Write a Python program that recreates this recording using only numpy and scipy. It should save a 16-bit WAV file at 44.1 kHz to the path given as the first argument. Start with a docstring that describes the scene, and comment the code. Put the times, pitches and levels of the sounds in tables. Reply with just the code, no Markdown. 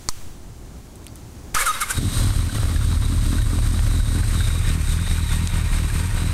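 """Cold motorcycle start

A thumb clicks a handlebar switch over the rumble of far traffic. The starter grinds and squeals as
it forces the pistons round, and a cold four-cylinder engine catches and idles lumpily in a narrow
yard. Its firings puff gas down the pipe and shake the metal parts. The microphone moves from the
tank towards the front, and a phone's limiter turns the sound down on the strongest exhaust beats."""
import sys
import numpy as np
from scipy import signal
from scipy.fft import rfft, irfft
from scipy.io import wavfile
from scipy.ndimage import uniform_filter1d

SR = 44100
rng = np.random.default_rng(int(sys.argv[2]) if len(sys.argv) > 2 else 0)


def materialize(psi):
    """Save the field psi as 16-bit PCM at rate SR to the path in sys.argv[1].

    A 1-D psi becomes a single channel; in a 2-D psi each row is a channel.
    """
    bounded = np.clip(np.atleast_2d(psi).T, -1, 1)
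    quanta = np.round(bounded * 32767).astype(np.int16)
    wavfile.write(sys.argv[1], SR, quanta)


N = 279153
T = np.arange(N) / SR

# Background loudness: (time [s], rumble [dB], hiss [dB])
YARD_LEVELS = [(.02, -39.5, -48.5), (.085, -37, -48.5), (.1, -52, -45), (.2, -39, -46), (.39, -39, -53),
               (1.15, -39.5, -53), (1.16, -39.5, -49.5), (1.2, -38.5, -52), (1.53, -37.5, -51),
               (1.6, -45, -57), (1.9, -38.5, -73)]
# Tone colour of the traffic and of the hiss: (frequency [Hz], relative level [dB])
RUMBLE_COLOUR = [(11, -64), (18, -1.5), (106, -4), (151, -12), (189, -12), (398, -17.5), (432, -23.5),
                 (640, -24.5), (695, -25), (928, -28), (2500, -43), (3250, -92), (5500, -120)]
HISS_COLOUR = [(470, -50), (800, -4), (1920, -6.5), (4650, -6), (5200, -7.5), (5970, -4), (6680, -5),
               (7290, -5), (9830, -7.5), (10200, -10.5), (15800, -14.5)]
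# Switch and relay clicks: (time [s], level [dB], snap pitch [Hz], change to notes under 5 kHz [dB],
# push of air [dB], ringing against the snap [dB])
CLICKS = [(.088, -3.5, 6300, -2.5, -19, -1.5), (0.957, -28, 8700, -25, -70, -5),
          (1.043, -35, 8400, -21, -70, 2), (1.0667, -19, 9250, -25, -70, -12),
          (1.0669, -35, 5900, -25, -70, -12), (1.0669, -28, 2950, -20, -70, -10),
          (1.0715, -34, 3500, -15, -72, -8), (1.081, -35, 4870, 0, -72, 0),
          (1.157, -24.5, 9600, -22, -70, -3), (1.548, -10, 6460, -31, -19, 8),
          (5.4738, -11, 3700, -9, -68, -20), (5.474, -4.5, 7660, -5, -68, -16)]
# Notes of the plastic housing: (pitch [Hz], relative level [dB], time to fade by 60 dB [s])
HOUSING_NOTES = [(1010, -2.5, 0.029), (1235, 3.5, 0.02), (2080, 6.5, 0.0057), (4550, 8, 0.017),
                 (5880, -4, 0.026), (7060, -28, 0.017), (8140, -19, 0.0099)]
# The starter strains at each piston:
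# (time [s], relative grind [dB], brush hiss [dB], hiss rise time [s], hiss fall [dB/s])
STROKES = [(1.547, -26.5, -25.5, 0.0087, 300), (1.612, -28.5, -22, 0.041, 350),
           (1.665, -31.5, -22.5, 0.0094, 320), (1.75, -35, -35.5, 0.14, 106),
           (1.814, -30, -20, 0.0056, 550), (1.91, -31.5, -21, 0.014, 800), (1.97, -41, -39, .02, 194)]
# Where the starter gears ring: (pitch [Hz], width [Hz], relative level [dB])
GEAR_BANDS = [(560, 75, -10), (1240, 360, 6), (1575, 400, -4), (2090, 120, -7), (2820, 2800, -1)]
# Tone colour of the motor's sliding brushes: (frequency [Hz], relative level [dB])
BRUSH_COLOUR = [(1470, -38), (2500, -11), (3310, -20), (3720, -4), (4620, -25), (5270, -9), (8140, -1.5),
                (8730, 3.5), (9360, -1.5), (12200, -4), (16000, -61)]
# Air pumped by the pistons: (time [s], level [dB])
THUD_LEVELS = [(1.55, -51), (1.612, -34), (1.65, -27.5), (1.687, -56), (1.8, -25), (1.843, -53),
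               (1.909, -34), (1.933, -33.5)]
# Squeals of the starter's small gear: (start [s], length [s], first pitch [Hz], last pitch [Hz],
# glide [s], level [dB], loudest point [share of length], overtones against the main tone [dB])
SQUEALS = [(1.562, 0.018, 1265, 1270, .01, -17, .5, -30), (1.569, 0.031, 1306, 1710, 0.019, -26, .7, -30),
           (1.662, 0.057, 1438, 1250, 0.023, -18.5, 0.48, -16.5),
           (1.81, 0.03, 1464, 1230, 0.0173, -21.5, 0.49, -27),
           (1.893, 0.028, 1240, 1546, 0.013, -23.5, 1, -28)]
# Gear whistles: (start [s], length [s], pitch [Hz], level [dB])
WHISTLES = [(1.606, 0.026, 2230, -26), (1.608, 0.024, 1695, -30), (1.608, 0.025, 1122, -32),
            (1.593, .014, 2050, -31), (1.61, .06, 535, -42), (1.66, .02, 2120, -31),
            (1.734, 0.024, 3780, -34), (1.814, .014, 2170, -30), (1.832, 0.016, 2150, -28),
            (1.822, .012, 3780, -33), (1.965, 0.025, 3800, -36)]
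# The microphone's path: (time [s], place [0 = tank, 1 = front])
MIC_PATH = [(2.0, 0.098), (4.1, 0.21), (4.7, 0.7), (5.4, 0.84), (6.3, 0.6)]
# A lope is one lurch of the idle, about eight firings. Each has its own boosts; the last row ends them:
# (start [s], throb [dB], firing tone [dB], pipe ring [dB], burble [dB])
LOPES = [(1.928, -5, -4.5, 4.5, 3.5), (2.143, -1, -4.5, 0, -1), (2.326, 2, 1.5, 3.5, -1.5),
         (2.531, -7.5, -11, 5, -3), (2.599, -4, -0.5, -1.5, -2), (2.81, 0, 2, 0.5, -0.5),
         (3.022, 1, 0, 2, 0.5), (3.227, 0.5, -1, 0, 2.5), (3.43, 2, -0.5, 2.5, 1.5),
         (3.635, 3, 1.5, 1, 1.5), (3.838, 4.5, 0.5, 4, 2), (4.049, 2.5, 1, 2.5, 4), (4.247, 1.5, 0, 1.5, 2),
         (4.447, 0, -1.5, -0.5, -0.5), (4.646, 1.5, 0, -4, 5), (4.858, 0.5, 1, -4, 4),
         (5.075, 1.5, 2, -7, 4.5), (5.283, 2, 2.5, -2, 7), (5.503, 1, -0.5, -2.5, 3.5),
         (5.689, 1, -4, -12, 2), (5.897, -7, -6, -7, 0), (6.112, -3, -5.5, -4.5, 0), (6.32, -7, 0, -3, -2)]
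# The shape of one lope soon after catching and once the idle settles: (time into it [s], throb [Hz],
# firing tone [Hz], throb [dB], firing tone [dB], pipe ring [dB], burble [dB], clatter boost [dB])
LOPE_EARLY = [(0, 35, 77.5, -23.5, -21, -19.5, -27.5, 1.7), (.02, 35, 76.5, -25, -31, -24.5, -31.5, -0.3),
              (.045, 32.6, 78.3, -15, -15.5, -24.5, -27, 3),
              (.075, 38.7, 81.96, -17, -18.5, -22.5, -28.5, 3.5),
              (.105, 45.2, 82, -20.5, -21, -27.5, -21.5, 2.6), (.135, 45, 86, -25, -19.5, -28, -26.5, 1),
              (.16, 42.2, 81.5, -17.5, -17, -30, -32, 0), (.185, 39.8, 81.1, -14, -22.5, -27.5, -36.5, -3)]
LOPE_SETTLED = [(0, 35, 81.5, -24, -29.5, -20.5, -49, 0.5),
                (.02, 34.7, 79.4, -16.5, -26.5, -20.5, -36.5, -1),
                (.05, 29.8, 77, -14.5, -17, -22.5, -29.5, 6), (.08, 34.4, 79.07, -19.5, -16, -38, -30, 5),
                (.105, 40.4, 79.33, -18.5, -16, -20, -28.5, 5),
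                (.135, 41.5, 81.5, -25.5, -19, -29, -29, 0.5),
                (.16, 40.5, 82.53, -21, -17, -19.5, -29.5, 3),
                (.185, 42.4, 82.05, -24.5, -18, -22.5, -34, 1.1)]
# The pipe's ring as the engine catches: (time [s], pitch [Hz], level [dB])
FIRST_BURNS = [(1.95, 96, -15), (1.975, 124, -27), (1.99, 127, -17), (2.015, 109, -29), (2.044, 107, -24),
               (2.06, 106.3, -20), (2.084, 103, -16.5), (2.138, 109, -32), (2.166, 106, -18.5),
               (2.19, 109, -28.5), (2.236, 107, -17.5), (2.276, 102, -22), (2.32, 103.5, -15.5)]
# The cold engine stumbles: (time [s], half length [s], dip [dB])
MISFIRES = [(2.13, 0.038, -9), (2.342, 0.023, -9), (2.509, 0.028, -16.5)]
# Tone colour of the puffs at the tank and at the front: (frequency [Hz], relative level [dB])
PUFF_COLOUR_TANK = [(74, -17.5), (125, -5), (146, -9), (200, -5.5), (250, -7), (295, -7.5), (357, -23),
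                    (407, -19), (454, -32.5), (538, -32), (800, -31.5), (1040, -49), (1760, -120)]
PUFF_COLOUR_FRONT = [(100, -0.5), (175, 1), (215, -5), (245, -15), (295, -17), (340, -16), (405, -21.5),
                     (529, -29), (751, -53), (800, -62), (1040, -58), (1760, -120)]
# Relative clatter loudness, heard from a moving hand: (time [s], cases [dB], valves [dB])
CLATTER_LEVELS = [(1.93, -43, -40), (2.14, -39, -34.5), (2.3, -40.5, -37.5), (2.63, -42, -41),
                  (4.12, -39, -36.5), (4.39, -37.5, -35.5), (4.55, -40, -39.5), (4.69, -36.5, -38),
                  (4.85, -37, -37), (5.2, -36.5, -36), (5.32, -33.5, -34), (5.52, -35, -38),
                  (5.95, -40.5, -42), (6.33, -38.5, -42.5)]
# Where the engine cases ring: (pitch [Hz], width [Hz], weight at tank [dB], weight at front [dB])
CASE_BANDS = [(565, 300, 4.5, -3.5), (946, 32, -22, -0.5), (1156, 404, 8, 1), (1496, 330, -0.5, 2),
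              (1850, 105, -7, -0.5), (2120, 180, -8, -1), (2340, 110, -24.5, 1), (3250, 1300, 12, -59)]
# Where the valve parts ring: (pitch [Hz], width [Hz], relative level [dB])
VALVE_BANDS = [(4440, 2000, 1), (6570, 2200, -1.5), (8235, 690, 3.5), (8794, 170, 2.5), (12350, 2800, 4.5)]
# A cover rings in flares: (time [s], relative level [dB], pitch [Hz])
COVER_FLARES = [(1.98, -40, 3860), (2.0, -38.5, 3780), (2.13, -36, 3900), (2.16, -33, 3920),
                (2.24, -37, 3900), (2.31, -45, 3970), (2.42, -34, 3920), (2.45, -50, 3970),
                (2.52, -42, 3960), (2.85, -43.5, 3690), (2.92, -35, 3930), (3.0, -50, 3820),
                (3.03, -35, 3800), (3.2, -45, 3870), (3.26, -40, 3880), (3.72, -42.5, 3803),
                (3.77, -31, 3900), (3.82, -48, 3940), (3.93, -33, 3880), (4.04, -41, 3900),
                (4.06, -35, 3830), (4.28, -41, 3990), (4.39, -31.5, 3770), (4.58, -36, 3780),
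                (4.6, -44, 3700), (4.71, -31.5, 3800), (4.73, -46, 3850), (4.81, -49, 3750),
                (4.91, -32, 3840), (4.92, -36, 3680), (5.11, -33.5, 3780), (5.25, -35, 3940),
                (5.32, -30.5, 3600), (5.41, -37, 3900), (5.54, -36.5, 3740), (5.71, -44, 3830),
                (5.74, -37, 3790), (5.92, -48, 3900), (5.94, -42, 3900), (6.14, -51, 3680),
                (6.17, -37.5, 3840), (6.33, -46, 4000)]
# The loudest metal knocks: (time [s], level [dB], pitch [Hz])
KNOCKS = [(1.985, -28, 422), (2.04, -30, 400), (2.28, -32, 1110), (2.305, -30, 1465), (2.4947, -28.5, 1530),
          (2.5548, -35, 1930), (2.582, -29, 1340), (2.705, -32, 1220), (2.7608, -29, 1680),
          (2.812, -27, 1370), (2.8419, -31, 1590), (2.915, -29, 1280), (2.9711, -30, 1320),
          (3.021, -29, 1020), (3.1273, -30, 1280), (3.1774, -33, 1020), (3.331, -31, 1210),
          (3.3833, -25, 1525), (3.416, -31, 1820), (3.486, -30, 960), (3.5356, -26, 1170),
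          (3.581, -29, 1000), (3.741, -24.5, 1240), (3.79, -27, 1830), (3.945, -31, 1260),
          (4.0003, -23, 1510), (4.154, -24, 1500), (4.2315, -20.5, 1530), (4.353, -22.5, 1190),
          (4.4055, -20.5, 1570), (4.5025, -21, 1420), (4.555, -27, 1135), (4.6475, -25, 1820),
          (4.681, -28, 1830), (4.74, -32, 1440), (4.9896, -22, 1500), (5.065, -23, 1910),
          (5.245, -27, 2080), (5.11, -27, 1800), (5.1577, -29, 2420), (5.1813, -22.5, 1470),
          (5.2044, -23, 1160), (5.2899, -23, 1900), (5.3152, -22, 1430), (5.556, -25, 1510),
          (5.572, -26, 925), (5.73, -28, 1900), (5.8997, -27, 1650), (6.1098, -30, 1880)]
# Sharp exhaust pops: (time [s], relative level [dB])
POPS = [(2.253, -39), (2.305, -32), (2.358, -30), (2.584, -29), (2.684, -41), (2.795, -38), (3.588, -25),
        (3.793, -25), (4.232, -27), (5.077, -24), (5.113, -24), (5.209, -35), (5.669, -33), (6.171, -33)]

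CRANK_ON_S, CRANK_OFF_S = 1.542, 2.0
CATCH_S, BUILD_S = 1.93, 0.055  # the first burn; time the exhaust takes to build
LOPE_S = 0.2  # shorter lopes are squeezed to fit
THROB_BEAT_S, FIRING_BEAT_S, RING_BEAT_S = 0.059, 0.0875, 0.03693  # each tone's strong beat in a lope
LIMIT_DB, RECOVERY_DB_PER_S, TREBLE_EDGE_HZ = -11.7, 44.5, 15800


def amp(db):
    """Turns decibels into a number to multiply by."""
    return 10 ** (np.asarray(db) / 20)


def evened(x):
    """Scales a signal to an average strength (rms) of 1."""
    return x / np.sqrt(np.mean(x ** 2) + 1e-20)


def noise(shape=N):
    """Plain white noise."""
    return rng.standard_normal(shape)


def lowpass(x, hz, order=2):
    """Keeps what lies under hz."""
    return signal.sosfilt(signal.butter(order, hz, fs=SR, output="sos"), x)


def wobble(hz, order=2):
    """A random curve that wanders no faster than about hz."""
    return evened(lowpass(noise(), hz, order))


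def curves(rows):
    """Joins a table's rows over time, giving one curve for each column after the first."""
    times, *rest = np.transpose(rows)
    return [np.interp(T, times, column) for column in rest]


def colour(x, points):
    """Gives x a tone colour that rings only after each blow, never before it."""
    point_hz, db = np.transpose(points)
    hz = np.fft.rfftfreq(N, 1 / SR) + 1
    log_gain = np.log(amp(np.interp(np.log(hz), np.log(point_hz), db, db[0] - 21.5, db[-1] - 19)))
    only_after = np.r_[1, 2 * np.ones(N // 2), np.zeros(N - 1 - N // 2)]
    response = np.exp(rfft(irfft(log_gain, N) * only_after))
    return evened(irfft(rfft(x) * response, N))


def ring(x, bands):
    """Lets x ring in bands of (pitch [Hz], width [Hz], relative level [dB])."""
    return evened(sum(amp(db) * evened(signal.lfilter(*signal.iirpeak(hz, hz / width, SR), x))
                      for hz, width, db in bands))


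def add(mix, start_s, sound):
    """Mixes a sound in at a given time."""
    part = mix[round(start_s * SR):][:len(sound)]
    part += sound[:len(part)]


def yard():
    """Far traffic rumbles unevenly under a faint hiss."""
    rumble_db, hiss_db = curves(YARD_LEVELS)
    lumps = amp(0.8 * evened(uniform_filter1d(noise(), 3000)))
    rumble = amp(rumble_db) * lumps * colour(noise(), RUMBLE_COLOUR)
    return rumble + amp(hiss_db) * colour(noise(), HISS_COLOUR)


def clicks():
    """Each snap rings the plastic housing, rattles briefly and may push air at the microphone."""
    out, t = np.zeros(N), T[:SR // 2]
    for start, db, snap_hz, dull_db, push_db, ring_db in CLICKS:
        housing = sum(amp(level + dull_db * (hz < 5000) - 60 * t / fade_s)
                      * np.sin(2 * np.pi * (hz * t + rng.random()))
                      for hz, level, fade_s in HOUSING_NOTES)
        snap = -np.cos(2 * np.pi * snap_hz * (t - 0.00041)) * np.exp(-((t - 0.0004) * snap_hz) ** 2)
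        rattle = ring(noise(len(t)), [(0.95 * snap_hz, 1200, 0), (1.31 * snap_hz, 2500, 0)])
        ringing = 0.12 * rattle * np.exp(-t / 0.0075) + 0.18 * housing
        push = np.minimum(t / 0.00049, 1) * np.cos(2 * np.pi * 2.8 * t) * np.exp(-t / 0.15)
        add(out, start, amp(db) * (snap + amp(ring_db) * ringing) + amp(push_db) * push)
    return out


def starter():
    """Gears grind and brushes hiss, loudest as each piston is forced to squeeze its air."""
    grind_db, hiss_db = -50, -39.5  # between strokes
    for peak_s, grind, hiss, rise_s, fall in STROKES:
        drop_db = 9.5 * np.maximum(peak_s - T, 0) / rise_s + fall * np.maximum(T - peak_s, 0)
        grind_db = np.maximum(grind_db, grind - 0.43 * drop_db)
        hiss_db = np.maximum(hiss_db, hiss - drop_db)
    thud = amp(curves(THUD_LEVELS)[0]) * wobble(35, order=4)
    teeth, sliding = noise((2, N)) * amp(0.49 * evened(uniform_filter1d(noise(), 60)))
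    gears = amp(grind_db + 4.5) * ring(teeth - lowpass(teeth, 620, order=1), GEAR_BANDS)
    brushes = amp(hiss_db) * colour(sliding, BRUSH_COLOUR)
    on = np.clip((T - CRANK_ON_S) / 0.0051, 0, 1) * np.clip((CRANK_OFF_S - T) / 0.0065, 0, 1)
    return on * (gears + brushes + thud)


def squeals():
    """The starter's small gear sticks and slips, adding overtones at 3, 5 and 7 times its pitch."""
    out = np.zeros(N)
    for start, length, first_hz, last_hz, glide_s, db, peak, odd_db in SQUEALS:
        t = T[:round(length * SR)]
        glide = np.minimum(t / glide_s, 1) ** 2
        phase = 2 * np.pi * np.cumsum(first_hz + (last_hz - first_hz) * glide) / SR
        overtones = sum(amp(level) * np.sin(k * phase) for k, level in [(3, 0), (5, -1), (7, -2)])
        edges = np.clip(np.minimum(t, length - t) / 0.0059, 0, 1)
        swell = np.sqrt(2) * amp(db - 5 * abs(t / length - peak))
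        add(out, start, edges * swell * (np.sin(phase) + amp(odd_db) * glide * overtones))
    return out


def whistles():
    """The turning gears give short, pure whistles."""
    out = np.zeros(N)
    for start, length, hz, db in WHISTLES:
        t = T[:round(length * SR)]
        edges = signal.windows.tukey(len(t), 0.5)
        add(out, start, np.sqrt(2) * amp(db) * edges * np.sin(2 * np.pi * hz * t))
    return out


def repeat_lope(shape):
    """Repeats the shape of one lope through the idle, adding each lope's own boosts."""
    rows = []
    for (start, *boosts), (end, *_) in zip(LOPES, LOPES[1:]):
        squeeze = min((end - start) / LOPE_S, 1)
        for s, throb_hz, tone_hz, *levels, clatter_db in shape:
            rows.append((start + s * squeeze, throb_hz, tone_hz, *np.add(levels, boosts), clatter_db))
    return np.array(curves(rows))


def in_step(hz, beat_s):
    """Counts a tone's cycles, slipping between lopes so that it peaks on each lope's beat."""
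    cycles = np.cumsum(hz) / SR
    beats = np.array([row[0] for row in LOPES[:-1]]) + beat_s
    at_beat = np.interp(beats, T, cycles)
    whole = np.cumsum(np.round(np.diff(at_beat, prepend=0) - 0.1))
    held_s = np.ravel([beats - 0.04, beats + 0.065], "F")  # no slipping this close to a beat
    return cycles - np.interp(T, held_s, np.repeat(at_beat - whole, 2))


def blend(a, b, share):
    """Slides from a (share 0) to b (share 1)."""
    return (1 - share) * a + share * b


def exhaust_tones(firings, place, throb_hz, throb_db, tone_db, pipe_db):
    """The exhaust throbs, hums at multiples of the firing rate and rings the pipe; misfires dip it."""
    caught = np.clip((T - FIRST_BURNS[-1][0]) / 0.022, 0, 1)
    early_hz, early_db = curves(FIRST_BURNS)
    pipe_hz, pipe_db = blend(early_hz, 106.53, caught), blend(early_db, pipe_db, caught)
    misfire_db = sum(db * np.exp(-((T - s) / half) ** 2) for s, half, db in MISFIRES)
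    throb_db, tone_db, pipe_db = [db + misfire_db + 1.3 * wobble(hz=41.67)
                                  for db in (throb_db, tone_db, pipe_db)]
    tones = [(throb_db, in_step(throb_hz, THROB_BEAT_S)),
             (pipe_db, in_step(pipe_hz, RING_BEAT_S)),
             (tone_db, 2 * firings),
             (tone_db + blend(-29.5, -13.5, place), 4 * firings),
             (tone_db + blend(-36, -18, place), 5 * (firings - 0.044))]
    return sum(np.sqrt(2) * amp(db) * np.cos(2 * np.pi * cycles) for db, cycles in tones)


def exhaust_burble(firings, place, settled):
    """Each firing sends out a puff of uneven strength, mixed with the rush of swirling gas."""
    lag = blend(0.5, 0.75, settled)  # share of a firing by which the puff trails the tone
    puffs = np.diff(np.floor(firings - lag), prepend=-1) * amp(1.85 * noise())
    gas = evened(puffs) + blend(0.7, 0.4, settled) * noise()
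    return blend(colour(gas, PUFF_COLOUR_TANK), amp(1) * colour(gas, PUFF_COLOUR_FRONT), place)


def clatter(firings, place, boost_db):
    """Firings and the ticks of loose valve parts shake the cases, the valves and a cover."""
    pulse = 1 + 0.084 * np.cos(2 * np.pi * (firings - 0.3))
    hits = rng.random((2, N)) < 400 / SR  # about 400 ticks a second in each row
    case_ticks, valve_ticks = hits * amp(4.1 * np.minimum(rng.exponential(1, (2, N)), 3))
    case_shake = pulse * noise() + 0.57 * evened(case_ticks)
    flaring_bands = [(hz, width, blend(tank_db, front_db, place) + 2 * wobble(hz=20))
                     for hz, width, tank_db, front_db in CASE_BANDS]
    cases = ring(case_shake, flaring_bands)
    valve_shake = pulse * noise() + 0.5 * evened(valve_ticks)
    valves = lowpass(ring(valve_shake, VALVE_BANDS), 12060, order=8)
    cases_db, valves_db = curves(CLATTER_LEVELS) + boost_db + 3
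    return amp(cases_db) * cases + amp(valves_db) * valves + cover(noise() + 0.24 * evened(valve_ticks))


def cover(shake, width_hz=300):
    """A shaken cover rings in a narrow band around a wandering pitch."""
    db, hz = curves(COVER_FLARES)
    spin = np.exp(2j * np.pi * np.cumsum(hz) / SR)
    band = spin * lowpass(shake / spin, width_hz / 2)  # shift down to 0 Hz, filter, shift back
    return amp(db - 2.5) * evened(band.real)


def engine():
    """One firing rhythm drives the exhaust and the clatter, heard from the moving microphone."""
    place = np.clip(curves(MIC_PATH)[0], 0, 1)
    settled = np.maximum.accumulate(place)  # the idle settles into its later rhythm and stays there
    lope = blend(repeat_lope(LOPE_EARLY), repeat_lope(LOPE_SETTLED), settled)
    throb_hz, tone_hz, throb_db, tone_db, pipe_db, burble_db, clatter_db = lope
    firings = in_step(tone_hz / 2, FIRING_BEAT_S)  # counts up by one at each firing
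    tones = exhaust_tones(firings, place, throb_hz, throb_db, tone_db, pipe_db)
    burble = amp(burble_db) * exhaust_burble(firings, place, settled)
    running = np.clip((T - CATCH_S) / 0.0059, 0, 1)
    build = np.clip((T - CATCH_S) / BUILD_S, 0, 1) ** 2
    return running * (build * (tones + burble) + clatter(firings, place, clatter_db))


def knocks(decay_s=0.0055):
    """Knocked metal gives a short note with some grit in it."""
    out, t = np.zeros(N), T[:SR // 25]
    shape = np.minimum(t / 0.00094, 1) * np.exp(-t / decay_s)
    for start, db, hz in KNOCKS:
        grit = ring(noise(len(t)), [(hz, 300, 0), (hz * 1.5, 900, -3)])
        add(out, start, amp(db) * shape * (np.sin(2 * np.pi * hz * t) + 0.4 * grit))
    return out


def pops(hz=680, decay_s=0.0012):
    """The exhaust pops: a crack of noise and a note that die almost at once."""
    out, t = np.zeros(N), T[:SR // 25]
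    for start, db in POPS:
        crack = amp(3) * lowpass(noise(len(t)), 3500)
        add(out, start, amp(db + 4.5) * np.exp(-t / decay_s) * (crack - np.sin(2 * np.pi * hz * t)))
    return out


def scene():
    """All the sounds meet at one microphone."""
    return (engine() + knocks() + pops() + starter() + squeals() + whistles() + clicks() + yard())[None]


def record(dry):
    """The phone turns loud peaks down fast, comes back up steadily and cuts the highest treble."""
    peak_db = 20 * np.log10(abs(uniform_filter1d(dry[0], 20)) + 1e-6)
    recovery_db = T * RECOVERY_DB_PER_S
    held_db = np.maximum.accumulate(peak_db + recovery_db) - recovery_db
    over_db = np.maximum(held_db - LIMIT_DB, 0)
    limited = dry / amp(uniform_filter1d(over_db, 60))
    treble_cut = signal.firwin(511, TREBLE_EDGE_HZ, window=("kaiser", 9), fs=SR)
    return signal.oaconvolve(limited, treble_cut[None], "same")


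dry = scene()
out = record(dry)
materialize(out)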